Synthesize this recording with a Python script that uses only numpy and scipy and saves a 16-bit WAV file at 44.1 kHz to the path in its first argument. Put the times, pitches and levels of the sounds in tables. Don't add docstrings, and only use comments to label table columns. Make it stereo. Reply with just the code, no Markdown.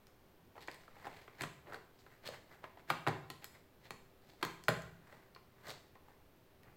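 import sys
import numpy as np
from scipy import signal
from scipy.fft import rfft, irfft, next_fast_len
from scipy.io import wavfile
from scipy.ndimage import uniform_filter1d

SR = 44100
rng = np.random.default_rng(int(sys.argv[2]) if len(sys.argv) > 2 else 0)


def dump_mix(stems):
    frames = np.atleast_2d(stems).T
    limited = np.clip(frames, -1, 1)
    pcm = np.round(limited * 32767).astype(np.int16)
    wavfile.write(sys.argv[1], SR, pcm)


N = 298116
TIME = np.arange(N) / SR

# start in seconds, thud, clack and tick
# levels in dB, lowest pitch in Hz, favoured pitch in Hz, scuff t60 in seconds.
KNOCKS = [(1.409, -47, -35, -42.5, 130, 1970, 0.01), (1.418, -52, -50, -40.5, 130, 9300, 0.02),
          (1.4347, -45.5, -38, -47.5, 130, 1430, 0.025), (2.288, -47.5, -45, -49, 120, 620, 0.0074),
          (2.9008, -41, -24.5, -35.5, 195, 1350, 0.024), (3.073, -33.5, -23, -43.5, 110, 1700, 0.014),
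          (3.083, -47, -31, -42, 110, 454, 0.0075), (3.301, -54, -44, -41.5, 99, 1070, 0.014),
          (3.9066, -49, -45.5, -40, 130.8, 1090, 0.0057), (4.427, -39.5, -27.5, -37.5, 184, 1040, 0.022),
          (4.45, -47, -43.5, -34.5, 129, 1300, 0.0037), (4.683, -53, -21, -32.5, 112, 1480, 0.0069),
          (4.688, -29, -31, -32.5, 128, 664, 0.008)]

def knocks():
    out = np.zeros((2, N))
    for start, *levels_db, lowest_hz, favoured_hz, scuff_t60 in KNOCKS:
        add(out, strike_case(levels_db, favoured_hz, scuff_t60, lowest_hz), start)
    return out


# start in seconds, clack level in dB, favoured pitch in Hz.
TAPS = [(.554, -57, 1000), (.579, -46.5, 920), (.682, -38, 1600), (.879, -52.5, 1310), (0.965, -52, 800),
        (1.044, -47.5, 1620), (1.068, -39, 885), (1.278, -49.5, 1300), (1.671, -56, 403),
        (1.722, -43.5, 1490), (1.742, -42, 1530), (2.063, -52, 1440), (2.24, -55, 594), (2.64, -41, 710),
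        (2.772, -51, 910), (3.066, -29, 1300), (5.124, -49, 800), (5.361, -50.5, 1060),
        (5.953, -53.5, 1060)]

def taps():
    out = np.zeros((2, N))
    for start, db, favoured_hz in TAPS:
        add(out, strike_case([db - 15, db, db - 25], favoured_hz, scuff_t60=0.021), start)
    return out


# start in seconds, tick level in dB, favoured pitch in Hz.
TICKS = [(0.069, -56.5, 5000), (.675, -50, 7000), (.714, -49, 5000), (0.744, -52.5, 9500),
         (1.745, -49.5, 4530), (2.275, -38, 3250), (3.4433, -39, 13700), (4.638, -47, 6660),
         (4.82, -51, 6370), (5.349, -52, 4730), (5.704, -41.5, 4070), (6.633, -59, 2420)]

def ticks():
    out = np.zeros((2, N))
    for start, db, favoured_hz in TICKS:
        add(out, strike_case([db - 24.5, db - 18, db], favoured_hz, scuff_t60=0.0055), start)
    return out


# pitch in Hz, level in dB, t60 in seconds.
CASE_MODES = [(74, -9.5, 0.18), (100.3, -6.5, 0.07), (128.2, -7, 0.15), (158.9, -5.5, 0.23),
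              (213, -14.5, 0.043), (247.6, -12.5, 0.17), (291.6, -4.5, 0.061), (373, -5.5, 0.084),
              (495.5, -7, 0.05), (670, -1, 0.027), (800, 1.5, 0.018), (1036, -5, 0.056), (1300, -3, .025),
              (1480, -1, 0.009), (1911, -3, 0.035), (2300, 0, 0.013), (2470, -28, 0.0079),
              (3190, -33, 0.011), (4324, -4.5, 0.02), (5000, -3, 0.012), (6500, -21, 0.0098),
              (8000, -48, 0.0077), (10500, -32, 0.0099)]

def case_ring(t, scatter_db=3.0, detune=0.0092):
    hz, mode_db, t60 = np.transpose(CASE_MODES)
    weight, polarity, spread, grip = rng.standard_normal((4, len(hz)))
    gain = from_db(mode_db + scatter_db * weight) * np.sign(polarity)
    skew = .5 * spread * np.sqrt(1 - at_hz(MIC_LIKENESS, hz))
    phase = 2 * np.pi * np.outer(hz * (1 + detune * grip), t)
    decay = gain[:, None] * dying(t, t60[:, None])
    return np.array([(decay * np.sin(phase + side * skew[:, None])).sum(0) for side in (1, -1)])


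# frequency in Hz, level in dB.
CRACK_SPECTRUM = [(100, -18), (400, -1), (1500, -4.5), (2600, -7.5), (4300, -10), (5600, -16.5),
                  (8000, -15), (9500, -20), (11000, -16), (16000, -21)]

def crack(t, scuff_t60, longest_t60=0.78):
    burst = rfft(diffuse(len(t)) * dying(t, scuff_t60))
    flattened = irfft(burst / (abs(burst) + 0.017 * abs(burst).mean()), len(t))
    fade_out = (1 - t / t[-1]) ** 2
    snap = colour(flattened * dying(t, longest_t60) * fade_out, CRACK_SPECTRUM)
    return snap / snap[:, :SR // 500].std()


# upper edges of thud, clack and tick in Hz.
ZONE_TOPS_HZ = [500, 2800, 17000]

def strike_case(levels_db, favoured_hz, scuff_t60, lowest_hz=228, crack_db=9.0, blow_s=0.0019):
    t = TIME[:SR // 4]
    blow = case_ring(t) + from_db(crack_db) * crack(t, scuff_t60)
    blow = favour(blow, favoured_hz, boost_db=8.0, sharpness=3.6)
    blow *= 1 - np.exp(-t / (0.069 * scuff_t60))
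    out = 0
    for level_db, low, high in zip(levels_db, [lowest_hz, *ZONE_TOPS_HZ], ZONE_TOPS_HZ):
        zone = band(blow, low, high)
        power = uniform_filter1d((zone ** 2).mean(0), int(blow_s * SR), mode="constant")
        out = from_db(level_db) * zone / np.sqrt(power.max()) - out
    return out


# frequency in Hz, level in dB.
GRIND_SPECTRUM = [(60, -7.5), (150, 5), (230, -4), (380, 1), (800, 3), (1300, -3.5), (2000, -1),
                  (2800, -11.5), (4500, -42.5)]
HISS_SPECTRUM = [(1500, -48), (2800, -4), (4200, 4), (5800, -3.5), (8000, -3), (9500, -9.5), (13000, -4.5),
                 (16000, -6)]
# hardest moment in seconds, length in seconds, grind level in dB,
# favoured pitch in Hz.
PUSHES = [(0.568, 0.037, -54, 920), (0.625, 0.051, -52.5, 3620), (0.736, 0.21, -61.5, 3820),
          (0.986, 0.41, -64.5, 1730), (1.066, 0.098, -50, 1020), (1.176, 0.45, -60.5, 2480),
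          (1.413, 0.08, -44.5, 1800), (1.691, 0.11, -54, 365), (1.734, 0.11, -49, 1110),
          (2.0, 0.12, -68.5, 4900), (2.14, 0.14, -61.5, 1810), (2.267, 0.048, -44, 3160),
          (2.338, 0.091, -50.5, 1740), (2.536, 0.16, -57, 1460), (2.645, 0.042, -49.5, 800),
          (2.797, 0.04, -57.5, 1790), (2.898, 0.03, -41, 1880), (3.429, 0.062, -58, 2180),
          (3.553, .08, -59, 2000), (3.854, .11, -61.5, 3000), (4.304, 0.2, -64.5, 4030),
          (4.418, 0.037, -56, 1700), (5.12, 0.47, -62, 1475), (5.671, 0.19, -53, 1660),
          (5.702, 0.067, -47, 4500), (6.094, 0.11, -62, 1060), (6.682, 0.18, -58.5, 171)]

def scrapes(slips_per_s=3000, slip_spread_db=5.0, smooth_share=0.74, judder_db=3.0):
    slipping = rng.random(N) < slips_per_s / SR
    slips = slipping * from_db(slip_spread_db * np.minimum(rng.exponential(1, N), 4))
    grain = rms_one(signal.lfilter([1], [1, -.85], slips))
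    friction = diffuse(N) * (grain + smooth_share) * from_db(judder_db * drift(140))
    grind, hiss = colour(friction, GRIND_SPECTRUM), colour(friction, HISS_SPECTRUM)
    out = np.zeros((2, N))
    for peak_s, length, grind_db, favoured_hz in PUSHES:
        hiss_db = grind_db + 6.5 * np.log2(favoured_hz / 4140)
        span = slice(max(0, int((peak_s - length) * SR)), int((peak_s + length) * SR))
        push = from_db(-40 * abs(TIME[span] - peak_s) / length)
        for layer, level_db in (grind, grind_db), (hiss, hiss_db):
            rub = favour(layer[:, span], favoured_hz, boost_db=9.0, sharpness=1.5)
            out[:, span] += push * from_db(level_db) * rms_one(rub)
    return out


def favour(x, hz, boost_db, sharpness):
    b, a = signal.iirpeak(hz, sharpness, fs=SR)
    return x + (from_db(boost_db) - 1) * signal.lfilter(b, a, x + 1e-18)


# frequency in Hz, left minus right in dB.
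BAY_BALANCE = [(60, -1), (130, 1), (290, 0), (640, 2), (1410, -4.5), (3100, -3), (6820, -1.5), (15000, 3.5)]

def at_microphones(x, left_lag_s=7e-5):
    left = colour(x[0], [(hz, db / 2) for hz, db in BAY_BALANCE])
    right = colour(x[1], [(hz, -db / 2) for hz, db in BAY_BALANCE])
    return np.array([np.interp(TIME - left_lag_s, TIME, left), right])


# frequency in Hz, t60 in seconds.
ROOM_T60 = [(100, 0.85), (260, 0.5), (700, 0.49), (1800, 0.51), (4800, 0.49), (8000, 0.49), (14000, 0.45)]
# frequency in Hz, level in dB.
ECHO_SPECTRUM = [(60, 1), (150, 2), (220, -1.5), (400, -0.5), (800, -1.5), (1400, -3.5), (2100, -2),
                 (2800, -1.5), (4400, -3.5), (8000, 0), (9600, -6), (16000, -5)]

def room(x, tail_db=-3.5, early_db=-9.0, early_t60=0.079, gap_s=0.0014, build_s=0.0086):
    t = TIME[:SR]
    noise, hz = rfft(diffuse(len(t))), np.fft.rfftfreq(len(t), 1 / SR)
    tail = 0
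    for centre_hz, t60 in ROOM_T60:
        share = at_hz([(f, f == centre_hz) for f, _ in ROOM_T60], hz)
        tail += irfft(noise * share, len(t)) * dying(t, t60)
    early = diffuse(len(t)) * dying(t, early_t60)
    arrival = np.clip((t - gap_s) / build_s, 0, 1)
    echoes = from_db(tail_db) * rms_one(tail * arrival) + from_db(early_db) * rms_one(early * arrival)
    return signal.fftconvolve(x, colour(echoes, ECHO_SPECTRUM) / np.sqrt(len(t)), axes=1)[:, :N]


# frequency in Hz, level in dB.
AIR_SPECTRUM = [(20, -2.5), (27, -26.5), (48, -10.5), (101, -8), (200, -12.5), (400, -14), (650, -17),
                (2000, -25), (4000, -30), (7300, -37.5), (10000, -37.5), (14700, -30), (16000, -34.5)]

def room_tone(air_db=-64.5, hum_hz=384, hum_db=-74, hum_waver=0.27):
    hum_gain = from_db(hum_db) * (1 + hum_waver * drift(2.5))
    hum = hum_gain * np.sin(2 * np.pi * hum_hz * TIME + drift(11))
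    return from_db(air_db) * rms_one(colour(diffuse(N), AIR_SPECTRUM)) + hum


# frequency in Hz, correlation from 0 to 1.
MIC_LIKENESS = [(150, .985), (300, .95), (600, .75), (1200, .35), (2500, .22), (12000, 0)]

def diffuse(size):
    padded = next_fast_len(size, True)
    mid, side = rfft(rng.standard_normal((2, padded)))
    alike = at_hz(MIC_LIKENESS, np.fft.rfftfreq(padded, 1 / SR))
    mid, side = mid * np.sqrt((1 + alike) / 2), side * np.sqrt((1 - alike) / 2)
    return irfft([mid + side, mid - side], padded)[:, :size]


def drift(per_s):
    knots = rng.standard_normal(int(per_s * N / SR) + 2)
    return rms_one(np.interp(TIME * per_s, np.arange(len(knots)), knots))


def colour(x, spectrum):
    size = next_fast_len(x.shape[-1] + SR // 10, True)
    hz = abs(np.fft.fftfreq(size, 1 / SR))
    log_gain = np.log(from_db(at_hz(spectrum, hz)))
    response = np.exp(np.conj(signal.hilbert(log_gain)))[:size // 2 + 1]
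    return irfft(rfft(x, size) * response, size)[..., :x.shape[-1]]


def band(x, low_hz, high_hz):
    return signal.sosfilt(signal.butter(2, [low_hz, high_hz], "band", fs=SR, output="sos"), x + 1e-18)


def at_hz(points, hz):
    knots, values = np.transpose(points)
    return np.interp(np.log(np.maximum(hz, 1)), np.log(knots), values)


def dying(t, t60):
    return np.exp(-np.log(1000) * t / t60)


def from_db(db):
    return 10 ** (np.asarray(db) / 20)


def rms_one(x):
    return x / np.sqrt(np.mean(x ** 2) + 1e-20)


def add(out, sound, start_s):
    at = int(start_s * SR)
    out[:, at:at + sound.shape[1]] += sound[:, :N - at]


def scene():
    work = at_microphones(knocks() + taps() + ticks() + scrapes())
    return work + room(work) + room_tone()


def record(dry):
    return signal.sosfilt(signal.ellip(10, .1, 70, 16200, fs=SR, output="sos"), dry)


dry = scene()
out = record(dry)
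dump_mix(out)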